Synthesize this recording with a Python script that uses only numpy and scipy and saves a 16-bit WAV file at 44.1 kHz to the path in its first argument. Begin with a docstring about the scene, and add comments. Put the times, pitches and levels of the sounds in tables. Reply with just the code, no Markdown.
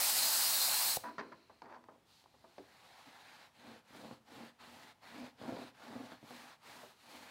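"""A steam cleaner hisses onto a plastic engine cover in a garage until its valve snaps shut.
The turbulent jet rings the nozzle and splashes on the plastic. The nozzle then scrapes and knocks,
exciting the modes of the cover. A towel is laid down and wiped to and fro: its fibres hiss, and
under pressure stick-slip friction drums the hollow cover. One close microphone hears it all."""
import sys
import numpy as np
from scipy import signal
from scipy.fft import rfft, irfft
from scipy.io import wavfile
from scipy.ndimage import map_coordinates

SR = 44100
rng = np.random.default_rng(int(sys.argv[2]) if len(sys.argv) > 2 else 0)


def digitize_waveform(pressure):
    """Quantize a signal to 16-bit integers and store it at the path in sys.argv[1].

    Rows of a 2-D input are taken as channels; values are limited to [-1, 1].
    """
    field = np.atleast_2d(pressure).T
    bounded = np.clip(field, -1, 1)
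    quanta = np.round(bounded * 32767).astype(np.int16)
    wavfile.write(sys.argv[1], SR, quanta)


N = 321930
T = np.arange(N) / SR

# The course of the jet. Each row: time in seconds, hiss level in dB, then the splash, the low nozzle
# ring and the high nozzle ring in dB relative to the hiss.
JET_LEVELS = [(0, -31, -9.5, -19, -17), (.2, -32, -9.5, -7.5, -9), (.38, -31.5, -11, -10.5, -12),
              (.45, -32, -10.5, -9.5, -5.5), (.5, -32.5, -12, -10, -16), (.65, -32.5, -10, -8, -9.5),
              (.735, -33.5, -7.5, -8, -16.5), (.785, -33, -11, -8, -10), (.85, -32.5, -10, -11, -12.5),
              (.905, -34.5, -9, -5.5, -12), (.96, -36, -11.5, -11.5, -17)]
# Spectra of the steam. Each row: frequency in Hz, relative level in dB.
HISS_SPECTRUM = [(1500, -34), (3200, -9.5), (3800, -2), (5200, -2), (6300, -3.5), (8000, -1), (12000, -1.5),
                 (15500, -2)]
SPLASH_SPECTRUM = [(40, -43.5), (100, -19), (250, -11.5), (400, -14.5), (600, -5), (810, 1.5), (1300, -3),
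                   (1700, -2.5), (3000, -3.5), (5000, -18)]
SEEP_SPECTRUM = [(2500, -8), (3600, -18.5), (4100, -2.5), (4700, -12), (7000, -25.5), (14000, -34)]
# Nozzle resonances; the low or the high set takes over as the tip tilts on the cover.
# Each row: frequency in Hz, bandwidth in Hz, relative gain in dB.
NOZZLE_LOW_MODES = [(4167, 100, -0.5), (4330, 120, -4.5), (7930, 190, -7.5)]
NOZZLE_HIGH_MODES = [(4680, 130, -1.5), (4935, 160, 0), (8900, 300, -6.5)]
# Reflections of the hiss from cover and bonnet. Each row: delay in milliseconds, gain in dB.
HISS_ECHOES = [(1.03, -22.5), (1.33, -16), (1.78, -15)]
# The travel of the nozzle. Each row: time in seconds, extra delay of the reflections in milliseconds.
ECHO_SHIFT = [(0, -0.08), (.3, 0.097), (.65, .05), (.96, -0.31)]
# The pop of the valve. Each row: frequency in Hz, relative level in dB, decay time in seconds.
VALVE_MODES = [(730, 5.0, 0.0022), (563, 1.5, 0.0021), (164, -5, 0.0022)]
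# The ringing of the struck cover. Each row: frequency in Hz, relative level in dB, T60 in seconds.
COVER_MODES = [(219, -17, 0.15), (260, 4, 0.2), (304, 3.5, 0.19), (414, 2, 0.17), (530, -9, 0.098),
               (628, -11, 0.18), (666, 4.5, 0.19), (900, 0, 0.037), (996, 7, 0.066), (1055, -1, .16),
               (1194, 1.5, 0.064), (1368, -4, 0.06), (1635, -7, 0.1), (1850, 0, 0.084)]
# Damped resonances of the hollow cover under the hand, of its flat panel and of hard plastic ticks.
# Each row: frequency in Hz, bandwidth in Hz, relative gain in dB.
HOLLOW_MODES = [(148, 44, -9), (229, 32, -2.5), (251, 16, 4.5), (296, 30, 2)]
PANEL_MODES = [(463, 180, 8.5), (650, 260, 4.5), (800, 46, -15)]
TICK_MODES = [(2200, 780, 9), (3580, 690, -1), (4400, 500, 2), (5730, 520, -12)]
# Nozzle and hand knock on the cover. Each row: start in seconds, level in dB, decay time in seconds,
# centre frequency of the contact in Hz, then ring and tick in dB relative to the push.
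COVER_KNOCKS = [(1.182, -40.5, 0.023, 1210, -3.5, -14.5), (1.194, -44.5, 0.014, 990, 0.5, -8.5),
                (1.319, -49.5, 0.013, 1060, -3, -18), (1.496, -56.5, 0.015, 790, -6.5, -28),
                (1.619, -44.5, 0.0032, 840, -2.5, -10.5), (1.657, -57, 0.0023, 1100, -11, -6),
                (1.725, -51, 0.0027, 1000, -12, -15), (1.745, -53, 0.0022, 1400, -20, -16),
                (1.839, -57, .004, 1000, -5, -11), (1.886, -51, 0.009, 800, -4, -28.5),
                (2.24, -59, 0.0016, 685, -17.5, -7), (2.259, -53, 0.0016, 790, -9, -25),
                (2.341, -62.5, 0.011, 666, -6, -24), (2.441, -55.5, 0.012, 710, -2, -24),
                (2.581, -47.5, 0.0085, 604, -11, -14), (2.593, -50, 0.015, 346, -11, -30),
                (6.831, -50.5, 0.012, 650, -7, -28)]
# Scrapes along the cover. Each row: start in seconds, level in dB, rise and length in seconds,
# centre frequency of the contact in Hz, ring in dB relative to the push.
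COVER_SCRAPES = [(1.039, -47, 0.00083, 0.053, 1070, -1), (1.623, -57, 0.00095, 0.041, 800, -3),
                 (1.663, -54, 0.039, 0.1, 870, -5.5), (1.908, -65.5, 0.009, 0.042, 575, -14)]
# Spectra of the towel. Each row: frequency in Hz, relative level in dB.
RUB_SPECTRUM = [(100, -11.5), (250, -14.5), (400, -9), (600, -3.5), (820, 4), (1190, -1.5), (1700, -1),
                (3180, -8), (4180, -5.5), (5600, -16), (15000, -27.5)]
FIBRE_SPECTRUM = [(2500, 6), (4200, 6.5), (5500, 2), (8000, -0.5), (12000, -3.5), (15500, -7.5)]
SWISH_SPECTRUM = [(500, -6), (1500, -6.5), (3000, -3), (4100, 3.5), (6000, -7), (10000, -13), (15000, -17)]
# Strokes of the towel. Each row: start, length, speeding up and slowing down in seconds, rubbing at
# full speed in dB, fibre hiss in dB relative to it, drumming at full speed and pressure in dB, delay
# and half-length of the hardest push in seconds, judder in dB relative to the drumming.
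TOWEL_STROKES = [(2.287, 1.247, 1.24, 0.14, -59, -13, -62, 0.8, 0.012, -12),
                 (3.507, 0.32, 0.15, 0.087, -59, -14.5, -59, 0.21, 0.09, -4.5),
                 (3.833, 0.37, 0.14, 0.095, -60.5, -6.5, -55.5, 0.24, 0.12, -4),
                 (4.242, 0.29, 0.09, 0.07, -59.5, -9, -58, 0.14, 0.075, -1.5),
                 (4.579, 0.36, 0.041, 0.028, -59.5, -7, -64.5, 0.15, 0.1, -3.5),
                 (5.002, 0.33, 0.072, 0.079, -56.5, -14, -55, 0.21, 0.058, -1.5),
                 (5.355, 0.374, 0.097, 0.074, -56.5, -12, -50.5, 0.16, 0.086, 0),
                 (5.717, 0.5, 0.16, 0.13, -57.5, -12, -57, 0.25, 0.1, 1.5),
                 (6.18, 0.4, 0.19, 0.086, -57.5, -5.5, -61, 0.17, 0.06, -6),
                 (6.595, 0.39, 0.084, 0.3, -57, -4.5, -64, 0.23, 0.094, 1.5),
                 (6.925, 0.48, 0.29, 0.11, -57.5, -5.5, -60.5, .24, 0.086, -3)]
# The cloth grips and judders. 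Each row: start in seconds, length in seconds, level in dB.
TOWEL_GRABS = [(3.061, 0.056, -65), (4.315, 0.11, -60), (5.163, 0.066, -52), (5.468, 0.042, -47),
               (5.514, 0.035, -48), (5.877, 0.18, -53)]
# The towel catches on ribs and edges. Each row: start in seconds, peak level in dB, cutoff of the
# push in Hz, decay time of the scuff in seconds.
TOWEL_CATCHES = [(4.049, -43, 900, .002), (4.112, -37, 1000, 0.0016), (5.415, -37.5, 696, 0.015),
                 (5.491, -34, 600, 0.0075), (5.524, -35.5, 420, 0.0044), (5.567, -36, 1500, 0.0053),
                 (5.589, -40, 1100, .005), (5.62, -38.5, 900, .01), (5.963, -41, 700, .006),
                 (6.12, -38.5, 1400, 0.017), (6.229, -45.5, 500, 0.026), (6.308, -39.5, 1800, 0.021)]
# The colouring of the background air. Each row: frequency in Hz, relative gain in dB.
AIR_SPECTRUM = [(30, -12), (90, 3), (250, -1), (400, -9.5), (800, -2.5), (1500, -10.5), (3000, -12.5),
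                (7000, -21), (11500, -24.5), (15000, -28)]

VALVE_SHUT_S = 0.971


def steam():
    """Jet noise: turbulence hisses, rings the nozzle and splashes; a faint seep outlasts the jet."""
    jet_db, splash_db, low_db, high_db = curves(JET_LEVELS)
    hiss = colour(reflected(turbulence(depth_db=1.5, rate=10.8, width_hz=260)), HISS_SPECTRUM)
    low = unit(resonate(rng.standard_normal(N), NOZZLE_LOW_MODES))
    high = unit(resonate(rng.standard_normal(N), NOZZLE_HIGH_MODES))
    nozzle = amp(low_db + 1.1 * walk(30)) * low + amp(high_db + 1.1 * walk(30)) * high
    splash = colour(turbulence(depth_db=2.0, rate=23.0, width_hz=306), SPLASH_SPECTRUM)
    since_shut = np.maximum(T - VALVE_SHUT_S, 0)
    flow = amp(jet_db + .5 * walk(70)) * np.exp(-since_shut / 0.0024)
    jet = flow * (hiss + nozzle + amp(splash_db) * splash)
    # The wand empties with a soft rush, too weak to ring the nozzle.
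    rush = unit(band(rng.standard_normal(N), 3800, 5000))
    emptying = amp(-57) * (since_shut > 0) * np.exp(-since_shut / 0.048) * rush
    seep_fade = np.exp(-since_shut / 0.5) * np.interp(T, [1.6, 1.7], [1, 0])
    seep = amp(-66) * seep_fade * colour(rng.standard_normal(N), SEEP_SPECTRUM)
    return jet + emptying + seep


def reflected(x):
    """Comb filtering: echoes interfere with the direct hiss, and the peaks slide as the nozzle moves."""
    shift_ms, = curves(ECHO_SHIFT)
    return x + sum(amp(db) * map_coordinates(x, [(T - (ms + shift_ms) / 1000) * SR], order=3)
                   for ms, db in HISS_ECHOES)


def valve():
    """Impulse response: the closing valve excites heavily damped modes in one dull, hollow pop."""
    age = np.maximum(T - VALVE_SHUT_S + 0.00065, 0)
    pop = sum(amp(db) * np.sin(2 * np.pi * hz * age) * np.exp(-age / decay)
              for hz, db, decay in VALVE_MODES)
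    return amp(-25) * pop * (1 - np.exp(-age / 0.0015))


def contacts():
    """Impact and sliding friction: knocks strike at once and die away; scrapes grip, then let go."""
    knocks = sum(touch(start, db, hz, ring_db, tick_db, rise=0.00018, length=0.52 * decay, decay=decay)
                 for start, db, decay, hz, ring_db, tick_db in COVER_KNOCKS)
    scrapes = sum(touch(start, db, hz, ring_db, tick_db=-17, rise=rise, length=length, decay=0.019)
                  for start, db, rise, length, hz, ring_db in COVER_SCRAPES)
    return knocks + scrapes


def touch(start, db, hz, ring_db, tick_db, rise, length, decay, size=22050):
    """Modal excitation: one contact chatters on the plastic and leaves the cover ringing."""
    t = np.arange(size) / SR
    ring = sum(amp(mode_db) * np.sin(2 * np.pi * mode_hz * t) * die_away(t, t60)
               for mode_hz, mode_db, t60 in COVER_MODES)
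    grip = np.minimum(t / rise, 1) * np.exp(-np.maximum(t - length, 0) / decay)
    chatter = (unit(slips(rate=3000, spread_db=1, size=size)) + rng.standard_normal(size)) * grip
    push = lowpass(band(chatter, hz, 0.64 * hz), 2 * hz, order=5)
    # The ticks stop as the grip loosens, while the hollow under the cover booms on.
    ticks = lowpass(resonate(chatter * grip, TICK_MODES), 5900, order=4)
    boom = band(band(rng.standard_normal(size), 310, 260), 310, 260) * np.exp(-t / 0.057)
    # The first impact sets the modes ringing and the chatter keeps them going.
    struck = unit(band(ring, hz, 1.2 * hz))
    driven = unit(signal.fftconvolve(push, ring)[:size])
    cavity = unit(signal.fftconvolve(chatter, boom)[:size])
    body = unit(struck + 0.91 * driven) + amp(-3.5) * cavity
    sound = unit(push) + amp(tick_db) * unit(ticks) + amp(ring_db) * body
    return place(amp(db) * unit(sound) * np.sqrt(np.mean(grip ** 2)), start)


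def squeak(hz=985):
    """Friction-driven oscillation: the wet nozzle catches and sings briefly near a mode of the cover."""
    phase = 2 * np.pi * np.cumsum(hz * (1 + 0.0144 * walk(130.6))) / SR
    envelope = glide(start=1.036, length=0.074, rise=.003, fall=.022)
    return amp(-46 + 1.3 * walk(89.6)) * envelope * np.sin(phase)


def towel(rub_power=1.34, drum_power=2.5, arc_power=0.82, resting_pressure=0.16):
    """Friction noise grows with speed: fibres flick over the plastic; pressed cloth drums the cover."""
    rub_noise = unit(turbulence(depth_db=2.5, rate=14, width_hz=400))
    rub = colour(rub_noise + .5 * unit(slips(rate=3000, spread_db=0.5)), RUB_SPECTRUM)
    fibres = colour(rng.standard_normal(N) + 0.76 * unit(slips(rate=13000, spread_db=0)), FIBRE_SPECTRUM)
    stutter = band(slips(rate=1400, spread_db=3.5), 244, 810)
    hollow, judder = unit(resonate(stutter, HOLLOW_MODES)), unit(resonate(stutter, PANEL_MODES))
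    sliding, drumming = 0, 0
    for (start, length, rise, fall, rub_db, fibre_db,
         drum_db, push_delay, push_half, judder_db) in TOWEL_STROKES:
        speed = glide(start, length, rise, fall)
        arc = glide(start, length, length / 2, length / 2)  # the fibres hiss most in mid-stroke
        push = np.exp(-.5 * ((T - start - push_delay) / push_half) ** 2)
        pressure = resting_pressure + (1 - resting_pressure) * push
        fibre_hiss = amp(fibre_db) * np.sqrt(speed) * arc ** arc_power * fibres
        sliding += amp(rub_db) * (speed ** rub_power * rub + fibre_hiss)
        drumming += amp(drum_db) * speed ** drum_power * pressure * (hollow + amp(judder_db) * judder)
    # The grip of the cloth wavers.
    return amp(0.85 * walk(60) + 0.51 * walk(20)) * sliding + amp(1.3 * walk(25)) * drumming


def grabs(slip_hz=262, wobble=.11, edge_s=0.012):
    """Stick-slip motion: the damp cloth slips in step with the hollow of the cover, which groans."""
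    cycles = np.cumsum(slip_hz * (1 + wobble * walk(150))) / SR
    pulses = np.diff(np.floor(cycles), prepend=0) * amp(2 * walk(110))
    hollow = unit(band(band(pulses, slip_hz, 130), slip_hz, 130))
    groan = hollow + amp(-13) * unit(resonate(pulses, PANEL_MODES))
    return groan * sum(amp(db) * glide(start, length, edge_s, edge_s) for start, length, db in TOWEL_GRABS)


def catches(size=8192):
    """Impulsive excitation: the towel snags and lets go, with a thud in the damped cover and a scuff."""
    out, t = np.zeros(N), np.arange(size) / SR
    for start, db, cutoff_hz, decay in TOWEL_CATCHES:
        scuff = 0.067 * rng.standard_normal(size) * np.exp(-t / decay)
        push = lowpass((t == 0) + scuff, cutoff_hz)
        panel = amp(-10.5) * resonate(push, PANEL_MODES)
        thud = resonate(push, HOLLOW_MODES) + panel + 0.27 * band(push, 510, 1200)
        out += place(amp(db) * thud / np.abs(thud).max(), start)
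    return out


def swish(start=2.046):
    """Light friction: the cloth settles with a swish and rustles on while the hand flattens it."""
    landing = amp(-68.5) * glide(start, length=0.22, rise=0.085, fall=0.088)
    rustle = amp(-75.5) * glide(start, length=1, rise=.5, fall=.5)
    return np.hypot(landing, rustle) * colour(rng.standard_normal(N), SWISH_SPECTRUM)


def garage(x, wet_db, low_t60, high_t60, size=32768):
    """Reverberation: the room adds a diffuse tail in which the treble dies first."""
    t, noise = np.arange(size) / SR, rng.standard_normal(size)
    low = lowpass(noise, 1500, order=1)
    tail = low * die_away(t, low_t60) + (noise - low) * die_away(t, high_t60)
    tail *= t > .005
    return x + amp(wet_db) * signal.fftconvolve(x, tail / np.linalg.norm(tail))[:N]


def air():
    """Ambient noise: a restless low murmur of air lies under an even hiss."""
    murmur = lowpass(unit(turbulence(depth_db=2.5, rate=9.1, width_hz=220)), 1130, order=1)
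    noise = rng.standard_normal(N)
    hiss = noise - lowpass(noise, 1200, order=1)
    return amp(-72.5) * colour(murmur + hiss, AIR_SPECTRUM)


def turbulence(depth_db, rate, width_hz):
    """Random modulation: neighbouring bands of noise swell and fade independently."""
    f, t, spectrum = signal.stft(rng.standard_normal(N), SR, nperseg=512)
    eddies = rng.standard_normal((256, 512))
    grid = np.meshgrid(f / width_hz, t * rate, indexing="ij")
    swell = map_coordinates(eddies, grid, order=1, mode="wrap")
    return signal.istft(spectrum * amp(depth_db * swell), SR)[1][:N]


def slips(rate, spread_db, size=N):
    """Shot noise: tiny pushes of uneven strength, on average `rate` per second."""
    chance, strength = rng.random(size), rng.standard_normal(size)
    return (chance < rate / SR) * rng.choice([-1, 1], size) * amp(spread_db * np.clip(strength, -2, 2))


def walk(rate):
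    """Slow fluctuation: a line through `rate` random values per second, with a spread near 1."""
    points = rng.standard_normal(int(N / SR * rate) + 2)
    return map_coordinates(points, [T * rate], order=1) * np.sqrt(3 / 2)


def glide(start, length, rise, fall):
    """Quarter-sine envelope, 0 to 1: a motion gathers pace and comes to rest."""
    up, down = np.clip((T - start) / rise, 0, 1), np.clip((start + length - T) / fall, 0, 1)
    return np.sin(np.pi / 2 * up) * np.sin(np.pi / 2 * down)


def die_away(t, t60):
    """Exponential decay by 60 dB in t60 seconds."""
    return np.exp(-np.log(1000) * t / t60)


def place(sound, start):
    """Time shift: a short sound begins at `start` seconds."""
    return np.pad(sound, (int(start * SR), N))[:N]


def curves(table):
    """Linear interpolation of each column through time."""
    times, *columns = np.transpose(table)
    return [np.interp(T, times, column) for column in columns]


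def colour(x, spectrum):
    """Spectral shaping by (Hz, dB) points, scaled to rms 1."""
    hz, db = np.transpose(spectrum)
    f = np.maximum(np.fft.rfftfreq(len(x), 1 / SR), 1)
    gain = amp(np.interp(np.log(f), np.log(hz), db)) * np.minimum(f / hz[0], 1)
    return unit(irfft(rfft(x) * gain, len(x)))


def resonate(x, modes):
    """Superposition of (Hz, bandwidth, dB) resonances."""
    return sum(amp(db) * band(x, hz, width) for hz, width, db in modes)


def band(x, hz, width):
    """A single resonance, with gain 1 at its centre."""
    return signal.lfilter(*signal.iirpeak(hz, hz / width, fs=SR), x)


def lowpass(x, hz, order=2):
    """Attenuation of the treble above a cutoff."""
    return signal.sosfilt(signal.butter(order, min(hz, .45 * SR), fs=SR, output="sos"), x)


def amp(db):
    """Amplitude ratio of a level in decibels."""
    return 10 ** (np.asarray(db) / 20)


def unit(x):
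    """Normalisation to rms 1."""
    return x / np.sqrt(np.mean(x ** 2))


def scene():
    """Superposition: the work, its reverberation and the air add at one point, alike in both channels."""
    work = steam() + valve() + contacts() + squeak() + swish() + towel() + grabs() + catches()
    in_room = garage(work, wet_db=-14.5, low_t60=0.53, high_t60=0.29)
    return np.tile(in_room + air(), (2, 1))


def record(dry, bass_hz=55, top_hz=15750):
    """Band limiting: the microphone sheds the deepest bass and the recorder cuts the top."""
    thin = signal.sosfilt(signal.butter(2, bass_hz, "high", fs=SR, output="sos"), dry)
    return signal.sosfilt(signal.ellip(12, .1, 80, top_hz, fs=SR, output="sos"), thin)


dry = scene()
out = record(dry)
digitize_waveform(out)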